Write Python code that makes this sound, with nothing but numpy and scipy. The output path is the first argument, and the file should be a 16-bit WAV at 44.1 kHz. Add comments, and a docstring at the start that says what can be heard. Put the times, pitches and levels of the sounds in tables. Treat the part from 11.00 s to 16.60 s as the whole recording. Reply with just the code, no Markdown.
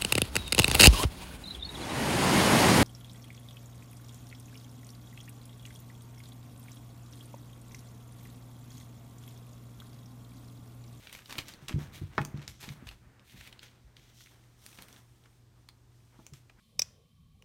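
"""Small room, wire pen with newspaper and a plastic paddling pool: young animals move about.
Paper snaps (noise bursts coloured by a facet), crumples (dying slips) and slides (enveloped slips and noise).
Paws thud on the floor and a knock hits the plastic, with two faint taps later: both ring banks of modes.
An appliance hums faintly (wavering sine) over still air (coloured noise)."""
import sys
import numpy as np
from scipy import signal
from scipy.fft import rfft, irfft
from scipy.io import wavfile

SR = 44100
rng = np.random.default_rng(int(sys.argv[2]) if len(sys.argv) > 2 else 0)


def output_pcm(signal):
    """Save a mono or channel-first signal as 16-bit PCM at the path in sys.argv[1].

    Samples are clipped to [-1, 1] before scaling.
    """
    pcm = np.clip(np.atleast_2d(signal).T, -1, 1) * 32767
    wavfile.write(sys.argv[1], SR, np.round(pcm).astype(np.int16))


N = 246959
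BINS_HZ = np.fft.rfftfreq(2048, 1 / SR)
TIME_S = np.arange(N) / SR
RING_S = np.arange(SR // 2) / SR

# Creases flipping over; levels before trim: time_s, level_db, facet_hz, tick_re_level_db
CREASE_SNAPS = [(0.0723, -48, 2980, -20), (0.096, -52.5, 3400, -11), (0.128, -46.5, 2590, -1),
                (0.151, -44, 2500, -16), (.1913, -50, 2300, -25), (.259, -50.5, 3570, -10),
                (.309, -44, 3900, -12), (0.3265, -45, 3600, -5), (0.3555, -45, 2640, -20),
                (0.3742, -54, 2970, -2), (.3833, -35.5, 3740, -5), (0.3885, -32, 2980, -24),
                (.484, -46.5, 5670, -3.5), (0.5385, -48.5, 4300, -8), (0.6835, -40.5, 3900, -13),
                (.6944, -38, 3320, -24), (0.7279, -48, 2420, -25), (1.216, -42, 2240, -10),
                (1.2507, -40, 5630, -4.5), (1.3751, -55, 3660, -9.5), (1.479, -38.5, 6080, -13),
                (1.6296, -48, 2920, -6), (1.69, -42, 2980, -24), (1.872, -49.5, 2800, -19),
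                (1.8897, -42, 3150, -12), (2.196, -59.5, 3370, -18), (2.4113, -48, 2230, -15),
                (2.4755, -49, 2530, -7), (2.528, -48.5, 3000, -13), (2.5932, -48, 3500, -18),
                (2.6327, -51.5, 3160, -5), (2.9679, -52, 3000, -13), (3.272, -56.5, 1850, -12),
                (3.664, -48, 5040, 0.5), (3.7295, -57, 2220, -12), (3.7753, -57, 3300, -14),
                (3.788, -52, 2100, -8), (3.8232, -50.5, 3300, 1.5), (3.885, -56, 3040, 0),
                (3.9283, -53.5, 5430, -7), (3.9636, -57, 3400, -15), (4.2392, -65.5, 3190, -13),
                (4.259, -58.5, 1410, -23), (4.6891, -48.5, 4000, -9.5), (5.2665, -47.5, 6270, -8.5),
                (5.3366, -52.5, 6440, -13), (5.4976, -57.5, 2200, -19)]
# Paw crushes a patch of paper: time_s, level_db, t60_s, tilt_db_per_octave
PAPER_CRUMPLES = [(.127, -51, 0.32, 2.5), (.145, -57, 0.12, -9), (0.292, -49.5, 0.26, 0),
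                  (0.323, -42.5, 0.08, -0.5), (0.384, -37.5, 0.11, -1), (.484, -48.5, 0.14, 0.5),
                  (.683, -39.5, 0.057, 1.5), (.692, -44, 0.21, -3.5), (1.417, -51.5, 0.15, -2.5),
                  (1.481, -52, 0.19, 2.5), (1.602, -51.5, 0.32, 1.5), (1.628, -44.5, 0.14, -1.5),
                  (1.870, -48, 0.09, -1.5), (1.911, -53, 0.14, -2), (2.628, -51, 0.087, -1),
                  (3.786, -52.5, 0.24, -3.5), (5.337, -59.5, 0.19, 1), (5.498, -56, 0.05, -4.5)]
# Paw drags the sheet; levels before trim; touch 0 = pressed, dull .. 1 = skimmed, bright:
# start_s, rise_s, length_s, level_db, touch, hiss_re_level_db
PAPER_STROKES = [(0, 0.0035, 0.18, -59.5, 0.17, -5), (0.227, 0.054, 0.15, -59, .45, -2),
                 (0.446, 0.018, 0.073, -56.5, .4, -9), (0.604, 0.025, 0.23, -67, 0.49, -4),
                 (0.764, .05, 0.07, -57.5, 0.46, -4), (0.918, 0.026, 0.048, -52.5, .1, -5),
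                 (1.111, 0.097, 0.11, -59.5, 0.74, -4), (1.337, 0.027, 0.26, -65.5, 0.98, -14),
                 (1.603, .025, .12, -58, 0.18, -3.5), (1.843, .02, 0.072, -65.5, 0.24, -4),
                 (2.226, 0.074, 0.1, -60.5, 0.098, -4.5), (2.326, 0.051, 0.14, -57, 0.088, -6.5),
                 (2.603, .025, 0.061, -59.5, 0.31, -10), (2.955, 0.024, 0.16, -66, 0.46, -7.5),
                 (3.116, 0.094, 0.12, -59, 0.95, -3.5), (3.25, .04, .09, -68.5, 0.46, -3),
                 (3.375, .04, 0.25, -76, .6, -3), (3.563, 0.093, 0.27, -63, 0.98, 0.5),
                 (3.855, .04, 0.14, -66.5, 0.9, -0.5), (4.06, .04, 0.32, -77.5, 0.59, -0.5),
                 (4.55, .03, .08, -78.5, 0.51, -3.5), (4.73, .03, 0.05, -87, .8, -2),
                 (4.872, .09, 0.26, -77.5, 0.94, -2), (5.122, 0.067, 0.14, -70.5, 0.6, -4.5),
                 (5.32, .02, 0.064, -72, 0.81, -1), (5.565, 0.023, .04, -76.5, 0.16, -12)]
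# Paw or flank scuffs the floor; levels before trim: start_s, length_s, level_db
FLOOR_SCUFFS = [(0, 0.22, -62), (0.276, 0.095, -52.5), (0.437, 0.21, -60.5), (0.774, 0.063, -51),
                (0.876, .14, -58), (1.09, 0.28, -58.5), (1.35, 0.085, -57.5), (1.611, 0.15, -59.5),
                (1.752, 0.089, -61), (2.005, 0.23, -65.5), (2.315, 0.25, -63.5), (2.59, 0.19, -68.5),
                (2.85, 0.27, -71), (3.29, 0.065, -65), (3.407, 0.25, -72.5), (3.63, 0.15, -64.5),
                (3.77, 0.22, -62), (4.204, 0.066, -71), (4.544, 0.029, -69.5), (5.11, 0.048, -66),
                (5.565, .03, -63.5)]
# Paw landings: time_s, level_db, favoured_hz, rattle_re_ring_db
PAW_THUDS = [(.384, -40.5, 100, -7), (.624, -43, 126, -14), (.71, -40, 271, -23),
             (.74, -21.5, 101.6, -19.5), (.76, -22.5, 136, -21.5), (0.784, -37.5, 292, -9),
             (1.014, -30.5, 103.4, -8.5), (1.034, -33, 79, -32), (1.183, -28.5, 201, -14),
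             (1.204, -26.5, 129, -22), (1.255, -44, 243, -24), (1.342, -29.5, 168.6, -18.5),
             (1.382, -39, 136.7, -14), (1.49, -42.5, 70.4, -17), (1.68, -40.5, 204, -31),
             (1.701, -35, 130, -25), (1.824, -44, 232, -25), (1.834, -49, 81, -31), (1.864, -41, 62, -27),
             (2.067, -51, 70.5, -20), (2.343, -49, 192, -26), (2.385, -46, 66, -17), (2.84, -47.5, 55, -22),
             (2.973, -55, 145, -12), (3.787, -53, 212, -20.5), (5.189, -51.5, 230, -28.5),
             (5.322, -43, 121, -14)]
# Pen floor resonances: mode_hz, level_db, t60_s
FLOOR_MODES = [(55, -4, 0.22), (92, 1, 0.16), (132, 1.5, 0.15), (143.5, -5.5, 0.34), (193.4, -9.5, 0.18),
               (216, -9, 0.19), (249, -8.5, 0.16), (320.5, -5, 0.092), (348, -13, 0.11)]
# Blows on the plastic: time_s, level_db, fade_above_hz
PLASTIC_KNOCKS = [(1.1807, -19.5, 3000), (5.191, -51.5, 420), (5.198, -55.5, 520)]
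# Plastic wall resonances: mode_hz, level_db, t60_s
WALL_MODES = [(334.4, -10.5, 0.137), (423, -8.5, .07), (492, -6, 0.044), (647, -3, 0.093), (827, 2, 0.085),
              (899, -1.5, 0.08), (1273, -2, .07), (1410, 1.5, 0.07), (1545, -1, 0.044), (1716, 1, 0.07),
              (1890, 1, .065), (2176, -4, .05), (2540, -6.5, 0.066), (3300, -10, 0.08)]
# Appliance tones, peak level before waver: tone_hz, level_db
HUM_TONES = [(119.6, -61)]
# Reverberation of the room: band_hz, t60_s
ROOM_DECAY = [(100, 1), (400, 0.52), (1500, 0.2), (5000, 0.17), (14000, 0.28)]

# Relative spectra, all with columns: frequency_hz, gain_db
# Paper body
PAPER_COLOUR = [(150, 2), (500, -5), (1000, -0.5), (2300, 2), (4000, -1), (5000, -3), (8000, -7),
                (10500, -12.5), (12500, -7), (16000, -31)]
# Fine tick of a crease
TICK_COLOUR = [(1000, -65.5), (4000, -7), (7000, -15.5), (9000, 5.5), (10500, -3), (12500, 0),
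               (16000, -4.5)]
# Sheet pressed flat
PRESSED_COLOUR = [(600, -37), (1400, -6), (2100, 3), (3000, 0), (3900, 0), (4700, -5.5), (6000, -13),
                  (9000, -26.5), (14000, -25)]
# Sheet skimmed lightly
SKIMMED_COLOUR = [(600, -40), (2000, -16), (3200, 3), (4500, -2.5), (5900, 2), (7200, -5), (9000, -7.5),
                  (14000, -33.5)]
# Fine hiss of sliding
HISS_COLOUR = [(3000, -55.5), (6000, -7), (9000, 2.5), (10400, -3.5), (12500, -1.5), (16000, -11)]
# Dull floor scuffing
SCUFF_COLOUR = [(60, -30.5), (200, 7.5), (400, -2), (600, -2.5), (900, -3), (1500, -2.5), (2200, -6.5),
                (3000, -16.5), (6000, -65.5)]
# First crack of a knock
CRACK_COLOUR = [(80, -24.5), (200, -12), (350, 1), (540, -15), (800, -4.5), (1250, -2.5), (1800, -4.5),
                (2600, -16), (4500, -11), (7000, -21), (15000, -35)]
# Still room air
AIR_COLOUR = [(15, -43.5), (25, -11.5), (45, -2.5), (80, -4), (130, -7), (175, -13), (330, -14.5),
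              (520, -23.5), (1000, -24.5), (2200, -31.5), (5500, -32.5), (9000, -36), (10500, -41.5),
              (15000, -39), (16000, -61)]

AIR_RMS_DB, EDGE_HZ = -64.5, 16200
GIVE_CYCLES = 3.43  # a crease gives within a few facet swings: large facets are slower
# Small creases flip by chance while the sheet is dragged
STRAY_PER_S, STRAY_SPREAD_DB, STRAY_HZ, STRAY_OCTAVES, STRAY_TICK_DB = 24, 3.5, 2520, 0.42, -15
SCUFF_RISE_S, RELEASE_S = 0.024, 0.029  # release is a time constant
SETTLE_DB, SETTLE_S = -11.5, 0.21  # the sheet relaxes, faintly; time constant
CONTACT_CYCLES = 0.25  # a softer paw stays longer and favours lower notes
# The struck spot pops before the whole wall rings
DENT_HZ, DENT_T60_S, DENT_RISE_S, DENT_DB = 1205, 0.0049, 0.0006, -2.5


def snaps(tick_trim_db=-1, facet_octaves=0.45, skirt_db=-8, flutter=0.132, flutter_t60_s=0.044):
    """Each crease sounds the facet that it moves, with a fine tick on top."""
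    out = np.zeros(N)
    paper_db = read(PAPER_COLOUR, BINS_HZ) + read([(7000, 11.5), (10000, -0.5)], BINS_HZ)
    for time_s, level_db, facet_hz, tick_db in CREASE_SNAPS + stray_snaps():
        push = burst(GIVE_CYCLES / facet_hz, flutter, flutter_t60_s)
        octaves = np.log2((BINS_HZ + 1) / facet_hz)
        facet = np.exp(-0.5 * (octaves / facet_octaves) ** 2) + amp(skirt_db)
        body = colour(push, paper_db + 20 * np.log10(facet))
        tick = colour(push, read(TICK_COLOUR, BINS_HZ))
        sound = sized(body, level_db, 0.0045)
        sound = sound + sized(tick, level_db + tick_db + tick_trim_db, 0.0045)
        add(out, time_s - 0.004, sound)  # the click lies 4 ms into the burst
    return out


def stray_snaps(count=200):
    """Chance creases, in CREASE_SNAPS columns, whose loudness follows the dragging."""
    drag_db = 10 * np.log10(stroke_powers().sum(0))
    times_s = np.cumsum(rng.exponential(1, count)) / STRAY_PER_S
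    rows = []
    for time_s, (loud, high) in zip(times_s, rng.standard_normal((count, 2))):
        if time_s < TIME_S[-1]:
            level_db = np.interp(time_s, TIME_S, drag_db) + STRAY_SPREAD_DB * loud
            rows.append((time_s, level_db, STRAY_HZ * 2 ** (STRAY_OCTAVES * high), STRAY_TICK_DB))
    return rows


def crumples(slips_per_s=3000, spread_db=4):
    """An avalanche of small slips that starts at once and dies away."""
    out = np.zeros(N)
    for time_s, level_db, t60_s, tilt_db in PAPER_CRUMPLES:
        slips = grains(len(RING_S), slips_per_s, spread_db) * dying(t60_s)
        tilt = tilt_db * np.log2(np.maximum(BINS_HZ, 500) / 3000)
        crushed = colour(slips, read(PAPER_COLOUR, BINS_HZ) + tilt)
        add(out, time_s, sized(crushed, level_db, t60_s / 10))
    return out


def sliding(rustle_trim_db=-1, hiss_trim_db=-1, scuff_trim_db=-1, clump_db=1.76):
    """Paper dragged over paper: clumps of slips heard as rustle, hiss and dull scuffing."""
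    power = stroke_powers()
    *_, touch, hiss_db = np.transpose(PAPER_STROKES)
    skim = np.clip(touch, 0, 1)
    scuff_power = sum((amp(level_db) * held(start_s, SCUFF_RISE_S, length_s)) ** 2
                      for start_s, length_s, level_db in FLOOR_SCUFFS)
    # quieter dragging is smoother
    grainy = np.interp(10 * np.log10(power.sum(0)), [-78, -62], [0.3, 0.7])
    slips = grains(N, per_s=3000, spread_db=2.5) * amp(clump_db * wander(0.007))

    def voiced(shape):
        """Slips blended with smooth friction noise, in one colour."""
        drive = grainy * slips + (1 - grainy) * rng.standard_normal(N)
        drive = drive / np.hypot(grainy, 1 - grainy)
        return unit(colour(drive, read(shape, BINS_HZ)))

    pressed = np.sqrt((1 - skim) @ power) * voiced(PRESSED_COLOUR)
    skimmed = np.sqrt(skim @ power) * voiced(SKIMMED_COLOUR)
    hiss = np.sqrt(amp(hiss_db) ** 2 @ power) * voiced(HISS_COLOUR)
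    scuff = np.sqrt(scuff_power) * voiced(SCUFF_COLOUR)
    return amp(rustle_trim_db) * (pressed + skimmed) + amp(hiss_trim_db) * hiss + amp(scuff_trim_db) * scuff


def held(start_s, rise_s, length_s):
    """Envelope of one drag: rise, hold, release and a faint settling tail."""
    after_s = np.maximum(TIME_S - start_s - length_s, 0)
    settle = amp(SETTLE_DB)
    fall = (1 - settle) * np.exp(-after_s / RELEASE_S) + settle * np.exp(-after_s / SETTLE_S)
    return np.clip((TIME_S - start_s) / rise_s, 0, 1) * fall


def stroke_powers():
    """Power of each stroke over time, one row per stroke."""
    return np.array([(amp(level_db) * held(start_s, rise_s, length_s)) ** 2
                     for start_s, rise_s, length_s, level_db, _, _ in PAPER_STROKES]) + 1e-16


def thuds(reach_octaves=0.28, rattle_t60_s=0.13, lowest_hz=55):
    """A soft paw pushes the floor's modes; loose things on it shudder along."""
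    out = np.zeros(N)
    rattle_colour = read([(30, -37), (100, -9.5), (330, 16.5), (600, -9), (2000, -23)], BINS_HZ)
    highpass = signal.butter(3, lowest_hz, "high", fs=SR, output="sos")
    for time_s, level_db, favoured_hz, rattle_db in PAW_THUDS:
        ring = np.zeros(len(RING_S))
        for mode_hz, mode_db, t60_s in FLOOR_MODES:
            favour = 1 / (1 + (np.log2(mode_hz / favoured_hz) / reach_octaves) ** 2)
            ring += amp(mode_db) * favour * dying(t60_s) * np.sin(2 * np.pi * mode_hz * RING_S)
        rattle = colour(rng.standard_normal(len(RING_S)) * dying(rattle_t60_s), rattle_colour)
        paw = signal.windows.hann(int(CONTACT_CYCLES / favoured_hz * SR) + 3)
        blow = signal.oaconvolve(amp(rattle_db) * unit(rattle) - unit(ring), paw)
        # the slowest motion hardly reaches the air
        blow = signal.sosfilt(highpass, blow)
        add(out, time_s, sized(blow, level_db, 0.0072))
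    return out


def knocks(ring_db=-0.5, crack_db=0.5, contact_s=0.00056, scatter=0.26, scatter_t60_s=0.062,
           swing_s=0.00099):
    """A sudden rough crack and the pop of the struck spot, then the plastic wall rings."""
    out = np.zeros(N)
    dent = np.sin(2 * np.pi * DENT_HZ * RING_S) * dying(DENT_T60_S) * (1 - np.exp(-RING_S / DENT_RISE_S))
    for time_s, level_db, fade_hz in PLASTIC_KNOCKS:
        ring = sum(amp(mode_db) * dying(t60_s) * np.sin(2 * np.pi * (mode_hz * RING_S + rng.random()))
                   for mode_hz, mode_db, t60_s in WALL_MODES)
        # the wall takes a moment to start swinging
        ring *= 1 - np.exp(-RING_S / swing_s)
        crack = colour(burst(contact_s, scatter, scatter_t60_s, click=3.6), read(CRACK_COLOUR, BINS_HZ))
        blow = np.zeros(len(RING_S))
        add(blow, 0, sized(crack, crack_db, 0.91))
        add(blow, 0.004, sized(ring, ring_db, 1) + sized(dent, DENT_DB, 1))
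        # a soft blow leaves out the high notes
        softened = colour(blow, -10 * np.log10(1 + (BINS_HZ / fade_hz) ** 4))
        add(out, time_s - 0.004, sized(softened, level_db, 0.0036))
    return out


def background(waver_db=-2):
    """The appliance hum wavers a little over still room air."""
    hum = sum(amp(level_db) * np.sin(2 * np.pi * (tone_hz * TIME_S + rng.random()))
              for tone_hz, level_db in HUM_TONES)
    air_gain = amp(read(AIR_COLOUR, np.fft.rfftfreq(N, 1 / SR)))
    air = irfft(rfft(rng.standard_normal(N)) * air_gain, N)
    return hum * amp(waver_db * wander(0.084)) + amp(AIR_RMS_DB) * unit(air)


def room(x, early_db=5, early_t60_s=0.046, first_s=0.0052):
    """Near walls answer first; a short diffuse tail follows, each band dying at its own speed."""
    taps = rng.standard_normal(len(RING_S)) * (rng.random(len(RING_S)) < 0.2) * (RING_S > first_s)
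    taps = taps * (1 + amp(early_db) * dying(early_t60_s))
    hz, t_s, bands = signal.stft(taps, SR, nperseg=256)
    decay = amp(-60 * t_s / read(ROOM_DECAY, hz)[:, None])
    tail = signal.istft(bands * decay, SR, nperseg=256)[1]
    return signal.oaconvolve(x, tail / np.linalg.norm(tail))[:N]


def burst(give_s, flutter, flutter_t60_s, click=4):
    """A knot of slips around one sharp click, 4 ms in, then a brief flutter."""
    t_s = RING_S[:SR // 20] - 0.004
    knot = np.exp(-abs(t_s) / give_s)
    after = flutter * (t_s > 0) * np.exp(-np.log(1000) * abs(t_s) / flutter_t60_s)
    slips = rng.standard_normal(len(t_s)) * (knot + after)
    return slips + click * (abs(t_s) == abs(t_s).min())


def grains(size, per_s, spread_db):
    """Tiny fibre slips at random moments: many small, a few large."""
    strength = amp(spread_db * np.minimum(rng.exponential(1, size), 4))
    present = rng.random(size) < per_s / SR
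    return unit(strength * rng.choice([-1, 1], size) * present)


def wander(step_s):
    """Random values of rms about 1, one per step, joined by straight lines."""
    moments_s = np.arange(0, TIME_S[-1] + 1, step_s)
    return np.interp(TIME_S, moments_s, rng.standard_normal(len(moments_s)))


def dying(t60_s):
    """An envelope that falls 60 dB in t60_s."""
    return np.exp(-np.log(1000) * RING_S / t60_s)


def colour(x, gain_db):
    """Minimum-phase filter with the given gain at BINS_HZ: nothing sounds before the blow."""
    log_gain = np.log(amp(np.r_[gain_db, gain_db[-2:0:-1]]))
    taps = np.fft.ifft(np.exp(np.conj(signal.hilbert(log_gain)))).real
    half = len(BINS_HZ) // 2
    # turn the taps round if their weight lies at the end
    if abs(taps[:half]).sum() <= abs(taps[-half:]).sum():
        taps = np.roll(taps[::-1], 1)
    return signal.oaconvolve(x, taps[:len(BINS_HZ)])[:len(x)]


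def read(points, hz):
    """Interpolates a table on a log-frequency axis."""
    f, value = np.transpose(points)
    return np.interp(np.log(hz + 1), np.log(f + 1), value)


def amp(db):
    """Decibels to gain."""
    return 10 ** (np.asarray(db) / 20)


def unit(x):
    """Scales to rms 1."""
    return x / np.sqrt(np.mean(x ** 2) + 1e-20)


def sized(x, level_db, span_s):
    """Gives a burst the energy of level_db rms held for span_s."""
    return amp(level_db) * x * np.sqrt(span_s * SR / (np.sum(x ** 2) + 1e-20))


def add(mix, time_s, sound):
    """Mixes a sound in at time_s."""
    part = mix[max(round(time_s * SR), 0):][:len(sound)]
    part += sound[:len(part)]


def scene(snap_room_db=-8, crumple_room_db=-9, thud_room_db=-16, knock_room_db=-13):
    """All sources; snaps, crumples, thuds and knocks each feed the room."""
    snap, crumple, thud, knock = snaps(), crumples(), thuds(), knocks()
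    send = amp(snap_room_db) * snap + amp(crumple_room_db) * crumple
    send = send + amp(thud_room_db) * thud + amp(knock_room_db) * knock
    return (snap + crumple + thud + knock + sliding() + room(send) + background())[None]


def record(dry):
    """Linear-phase low-pass at EDGE_HZ."""
    lowpass = signal.firwin(511, EDGE_HZ, window=("kaiser", 9), fs=SR)
    return signal.oaconvolve(dry, lowpass[None], "same")


dry = scene()
out = record(dry)
output_pcm(out)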